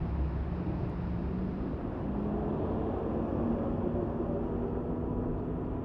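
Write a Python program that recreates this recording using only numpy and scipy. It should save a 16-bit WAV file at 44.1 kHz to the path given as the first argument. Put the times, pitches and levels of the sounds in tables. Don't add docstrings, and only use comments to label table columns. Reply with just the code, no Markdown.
import sys
import numpy as np
from scipy import signal
from scipy.fft import rfft, irfft
from scipy.io import wavfile
from scipy.ndimage import uniform_filter1d

SR = 44100
rng = np.random.default_rng(int(sys.argv[2]) if len(sys.argv) > 2 else 0)


def dump_mix(stems):
    frames = np.atleast_2d(stems).T
    limited = np.clip(frames, -1, 1)
    pcm = np.round(limited * 32767).astype(np.int16)
    wavfile.write(sys.argv[1], SR, pcm)


N = 257837
TIME = np.arange(N) / SR
FREQS = np.fft.rfftfreq(N, 1 / SR)


def gain_of(db):
    return 10 ** (np.asarray(db) / 20)


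def unit_level(sound):
    return sound / np.sqrt(np.mean(sound ** 2) + 1e-20)


def curves(rows):
    time_s, *columns = np.transpose(rows)
    return [np.interp(TIME, time_s, column) for column in columns]


def bell(x, centre, width):
    return np.exp(-np.log(2) * 2 * ((x - centre) / width) ** 2)


def tone(level_db, phase):
    return np.sqrt(2) * gain_of(level_db) * np.cos(phase)


def shaped_noise(gains):
    return unit_level(irfft(rfft(rng.standard_normal(N)) * gains, N))


def steady_noise(colour):
    pitch_hz, relative_db = np.transpose(colour)
    octaves, listed = np.log2(FREQS + 1), np.log2(pitch_hz)
    beyond = abs(octaves - np.clip(octaves, listed[0], listed[-1]))
    noise = shaped_noise(gain_of(np.interp(octaves, listed, relative_db) - 60 * beyond))
    return noise / np.sqrt(uniform_filter1d(noise ** 2, size=9001))


def wander(rate_hz):
    return shaped_noise(bell(FREQS, 0, 2 * rate_hz))


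def blend(first, second, start_s, end_s):
    share = np.clip((TIME - start_s) / (end_s - start_s), 0, 1)
    return first * np.sqrt(1 - share) + second * np.sqrt(share)


def swells(rows):
    return sum(gain_of(level_db) * bell(TIME, peak_s, length_s) * shaped_noise(bell(FREQS, hz, width_hz))
               for peak_s, length_s, hz, width_hz, level_db in rows)


# pitch_hz, relative_db
RUSH_EARLY = [(2800, -22), (3700, 0.5), (4100, -0.5), (4500, -3), (5150, -3), (5450, -9), (5800, -13.5),
              (6600, -21.5), (8000, -26.5)]
RUSH_LATE = [(2800, -16.5), (3900, 0), (4400, 3.5), (5700, -2), (6300, -7), (7000, -9), (8200, -14.5),
             (10000, -13.5), (12500, -19)]
FIZZ = [(3000, -8), (6500, 3.5), (8000, 0), (10000, 1.5), (12500, -1)]
# time_s, level_db
RUSH_LEVEL = [(0, -74.5), (.9, -72.5), (1.7, -75.5), (2.4, -80), (3.3, -81), (4.6, -85), (5.15, -88),
              (5.85, -88)]
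# peak_s, length_s, pitch_hz, width_hz, level_db
PUFFS = [(.82, .12, 4500, 1600, -77), (2.75, .35, 3100, 1300, -72.5), (3.38, .3, 5300, 1200, -87),
         (4.45, .25, 5600, 1000, -93), (5.391, .022, 4000, 1100, -80), (5.653, .018, 4200, 1100, -81.5)]
def air():
    rush_db, = curves(RUSH_LEVEL)
    gust_db = .8 * wander(5.4)
    rush = blend(steady_noise(RUSH_EARLY), steady_noise(RUSH_LATE), start_s=1.7, end_s=3.1)
    return gain_of(rush_db + gust_db) * rush + gain_of(-89) * steady_noise(FIZZ) + swells(PUFFS)


# pitch_hz, relative_db
TICK_COLOUR = [(4500, -2), (6400, 4), (7900, -4), (9300, 2), (12500, -2)]
def tick(peak_s=.898, length_s=.000533, level_db=-62.5):
    return gain_of(level_db) * bell(TIME, peak_s, length_s) * steady_noise(TICK_COLOUR)


# pitch_hz, relative_db
RUMBLE = [(10, -18), (22, -10.5), (40, 1), (62, 5), (78, 1), (95, 0), (115, -7.5), (135, -16.5)]
LOW_BOOM = [(100, -4.5), (128, -6.5), (158, 0.5), (180, -4), (205, -7.5), (240, -5), (290, -17.5)]
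HIGH_BOOM = [(200, -10.5), (260, -4.5), (300, 1.5), (340, 2.5), (390, -1.5), (440, -6), (500, -11),
             (620, -22.5), (900, -47.5)]
def road(firing_hz, load_db, surge_db):
    uneven_db, bumps_per_s = .5, 2.2
    rumble_db = -40.5 + uneven_db * wander(bumps_per_s)
    low_db = -41.5 + .08 * load_db + uneven_db * wander(bumps_per_s)
    octaves_climbed = np.log2(firing_hz / firing_hz[0])
    high_db = -45.5 + .71 * load_db + 7 * octaves_climbed + .5 * surge_db
    booms = gain_of(low_db) * steady_noise(LOW_BOOM) + gain_of(high_db) * steady_noise(HIGH_BOOM)
    return gain_of(rumble_db) * steady_noise(RUMBLE) + booms


# peak_s, length_s, pitch_hz, level_db
KNOCKS = [(.025, .016, 130, -35), (.69, .018, 85, -37), (.832, .012, 140, -33), (1.16, .018, 75, -38),
          (1.248, .022, 65, -35), (5.18, .03, 45, -37), (5.3, .04, 36, -36)]
def knocks():
    return sum(bell(TIME, peak_s, length_s) * tone(level_db, 2 * np.pi * pitch_hz * (TIME - peak_s))
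               for peak_s, length_s, pitch_hz, level_db in KNOCKS)


# peak_s, length_s, pitch_hz, width_hz, level_db
HOLLOW_SWELLS = [(.6, 1.3, 119.2, 29.2, -44.5), (.72, 0.25, 308.4, 39.8, -45), (.77, .13, 680, 260, -50),
                 (1.6, 0.63, 385, 59.8, -50), (2.0, 0.88, 263.7, 44.9, -43),
                 (2.45, 0.77, 150.5, 25.16, -45.5), (2.56, 0.3, 672, 90, -48.5), (2.6, .5, 847, 160, -53.5),
                 (3.22, 0.31, 515, 59.11, -47.5), (3.4, 0.55, 273, 49.6, -44.5), (3.5, 1, 209.6, 34.8, -44),
                 (3.3, .3, 240, 40, -43), (3.6, 1.4, 1020, 90, -59), (3.95, .45, 162, 25, -47),
                 (3.7, 0.83, 550, 35.7, -47), (4.48, 0.5, 397.4, 29.5, -43),
                 (5.2, 0.98, 173.3, 29.8, -46.5), (5.3, 0.95, 423.5, 80.4, -45.5)]
def hollow_swells():
    return swells(HOLLOW_SWELLS)


# peak_s, length_s, pitch_hz, level_db
GROANS = [(3.09, .06, 333, -43), (3.33, .04, 343, -39), (3.5, .08, 340, -41), (3.87, .03, 351, -36.5),
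          (4.0, .06, 354, -34), (4.0, .05, 570, -42), (4.2, .03, 350, -38), (4.34, .06, 574, -40),
          (4.44, .035, 345, -37.5)]
def groans(sag_hz_per_s=200, jitter_rad=.35):
    sound = np.zeros(N)
    for peak_s, length_s, pitch_hz, level_db in GROANS:
        t = TIME - peak_s
        cycles = pitch_hz * t - sag_hz_per_s * t ** 2 / 2 + rng.random()
        sound += bell(t, 0, length_s) * tone(level_db, 2 * np.pi * cycles + jitter_rad * wander(45))
    return sound


def resonance_db(pitch_hz, centre_hz, width_hz):
    return -20 * np.log10(1 + (2 * (pitch_hz - centre_hz) / width_hz) ** 2)


# time_s, level_db
DRONE_LEVEL = [(0, -41), (.12, -35), (.27, -31.7), (.45, -35), (.58, -42), (.85, -46), (1.25, -40.5),
               (1.6, -52), (2.4, -49), (2.62, -41), (2.9, -46), (3.9, -46), (4.9, -52), (5.15, -43),
               (5.5, -48), (5.85, -46)]
def drivetrain(firing_hz, firing_phase, drone_ratio=.412):
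    drone_db, = curves(DRONE_LEVEL)
    drone = tone(drone_db, drone_ratio * firing_phase + .15 * wander(6))
    whine_ratio = 2 + drone_ratio
    whine_db = -49.5 + resonance_db(whine_ratio * firing_hz, centre_hz=571, width_hz=22)
    whine = tone(whine_db + 2 * wander(5.5), whine_ratio * firing_phase + .8 * wander(14))
    return drone + whine


# time_s, pitch_hz, level_db
WHISTLE = [(0, 7680, -107), (.3, 7950, -114), (1.4, 9060, -108), (1.55, 9230, -106), (1.75, 9560, -112),
           (1.83, 9680, -99.5), (2.2, 10380, -99), (2.35, 10800, -116), (2.66, 11650, -108),
           (2.88, 11990, -112), (3.02, 12130, -102), (3.25, 12290, -100), (3.44, 12420, -99),
           (3.52, 12380, -111), (3.62, 12330, -105), (3.9, 12250, -118)]
def turbo():
    pitch_hz, level_db = curves(WHISTLE)
    phase = 2 * np.pi * np.cumsum(pitch_hz + 18 * wander(60)) / SR
    return tone(level_db + 3 * wander(9), phase)


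# pitch_hz, relative_db
ROAR_EARLY = [(260, -18), (450, -8), (546, -4.5), (605, -1.5), (658, -7), (694, -3), (751, -8.5),
              (889, -6.5), (1460, -15), (1590, -19.5), (1900, -24), (2470, -42), (4180, -120)]
ROAR_PULLING = [(280, -22.5), (480, -2.5), (690, -1.5), (904, -9), (1090, -10), (1530, -21.5), (1720, -26),
                (1900, -34.5), (2470, -59.5), (4180, -120)]
ROAR_LATE = [(310, -34.5), (530, -12.5), (674, -0.5), (746, -9), (774, -5), (871, -13), (945, -9.5),
             (985, -5.5), (1020, -14), (1040, -15), (1230, -13.5), (1460, -21), (1610, -26.5), (1900, -31),
             (2470, -53), (4180, -120)]
RASP_EARLY = [(1350, -20), (1720, -0.5), (2080, -4), (2420, -3), (2750, -5.5), (3100, -11), (3450, -14.5),
              (3800, -22.5), (4600, -42.5)]
RASP_PULLING = [(1300, -22.5), (1680, 6), (2050, -3), (2250, -2), (2550, -0.5), (2850, -2.5), (3050, -6),
                (3450, -7.5), (3850, -17.5), (5000, -39.5)]
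# time_s, level_db
RASP_LEVEL = [(0, -62), (.8, -62), (1.8, -64), (2.7, -63.5), (3.5, -63.5), (3.9, -65), (4.3, -67),
              (4.6, -66.5), (5.15, -69.5), (5.45, -68), (5.85, -67.5)]
def engine_roar(firing_phase, roar_db):
    roar = blend(steady_noise(ROAR_EARLY), steady_noise(ROAR_PULLING), start_s=1.32, end_s=2.37)
    roar = blend(roar, steady_noise(ROAR_LATE), start_s=3.6, end_s=4.8)
    rasp = blend(steady_noise(RASP_EARLY), steady_noise(RASP_PULLING), start_s=.97, end_s=2.28)
    rasp = blend(rasp, steady_noise(RASP_EARLY), start_s=4.5, end_s=8.6)
    rasp_db, = curves(RASP_LEVEL)
    pulsing = 1 + .071 * np.cos(firing_phase)
    return pulsing * (gain_of(roar_db + .55 * wander(8)) * roar + gain_of(rasp_db) * rasp)


def uneven_cylinders(firing_phase, roar_db):
    ratios = [sixths / 6 for sixths in range(8, 36) if sixths % 6]
    tones = np.zeros(N)
    for ratio in ratios:
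        strength = gain_of(-3.8 * ratio) * (1 + .84 * wander(1.9))
        tones += strength * np.cos(ratio * firing_phase + 2 * np.pi * rng.random())
    return gain_of(roar_db - 6) * unit_level(tones)


# pitch_hz, width_hz, change_db
CABIN_RESONANCES = [(177, 14, 2), (191, 5, 1.5), (202, 18, 4), (224.5, 2.6, -11), (233.3, 6.2, 5.6)]
# centre_s, length_s, change_db
NOTE_DIPS = [(.21, .04, -9), (.48, .05, -7), (.94, .05, -6), (1.79, .1, -12), (1.95, .1, -24),
             (2.63, .08, -7), (3.34, .03, -12), (3.64, .04, -7), (4.04, .06, -12), (4.19, .035, -6),
             (4.7, .3, -2.5)]
# time_s, level_db
OCTAVE_LEVEL = [(0, -60), (1.85, -57), (2.1, -49), (2.22, -44), (2.31, -46), (2.4, -42), (2.6, -41.2),
                (2.76, -43), (2.94, -41.5), (3.12, -45), (3.25, -53), (4.35, -56), (4.62, -45), (4.95, -48),
                (5.22, -47.5), (5.38, -53), (5.85, -55)]
def engine_note(firing_hz, firing_phase, load_db, surge_db, jitter_rad=.16):
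    cabin_db = sum(db * bell(firing_hz, hz, width_hz) for hz, width_hz, db in CABIN_RESONANCES)
    dip_db = sum(db * bell(TIME, centre_s, length_s) for centre_s, length_s, db in NOTE_DIPS)
    firing_db = -41.3 + cabin_db + dip_db + surge_db
    octave_db, = curves(OCTAVE_LEVEL)
    fourth_db = -60 + resonance_db(4 * firing_hz, centre_hz=975, width_hz=70)
    phase = firing_phase + jitter_rad * wander(11)
    flutter_db = 1.1 + .12 * load_db
    note = tone(firing_db + flutter_db * wander(18), phase)
    note += tone(octave_db + flutter_db * wander(9.2), 2 * phase)
    return note + tone(fourth_db + flutter_db * wander(20), 4 * phase)


# time_s, firing_hz
ENGINE_SPEED = [(0, 168.1), (.15, 165.1), (.33, 162.9), (.6, 177.9), (.8, 178.4), (1.1, 175.1),
                (1.55, 192.2), (1.95, 195.2), (2.4, 210.3), (3.0, 224.9), (3.42, 232.6), (3.88, 236.5),
                (4.05, 237.5), (4.5, 238.2), (4.85, 240.7), (5.3, 247.6), (5.55, 252.7), (5.85, 257.6)]
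# time_s, level_db
ROAR_LEVEL = [(0, -48.5), (.8, -48), (1.55, -48), (2.0, -45.5), (2.6, -41.5), (3.3, -41.5), (3.95, -44.5),
              (4.5, -45.5), (5.85, -48.5)]
def scene():
    firing_hz, = curves(ENGINE_SPEED)
    firing_phase = 2 * np.pi * np.cumsum(firing_hz) / SR
    roar_db, = curves(ROAR_LEVEL)
    light_load_db = -48.5
    load_db = roar_db - light_load_db
    surge_db = .9 * wander(3.1)
    background = air() + tick() + road(firing_hz, load_db, surge_db)
    background += knocks() + hollow_swells() + groans()
    machinery = drivetrain(firing_hz, firing_phase) + turbo()
    engine = engine_roar(firing_phase, roar_db) + uneven_cylinders(firing_phase, roar_db)
    engine += engine_note(firing_hz, firing_phase, load_db, surge_db)
    return (background + machinery + engine)[None]


def record(dry, cutoff_hz=12750):
    soft_ends = signal.windows.tukey(N, .0012)
    low_pass = signal.firwin(511, cutoff_hz, window=("kaiser", 9), fs=SR)
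    return signal.oaconvolve(dry * soft_ends, low_pass[None], "same")


dry = scene()
out = record(dry)
dump_mix(out)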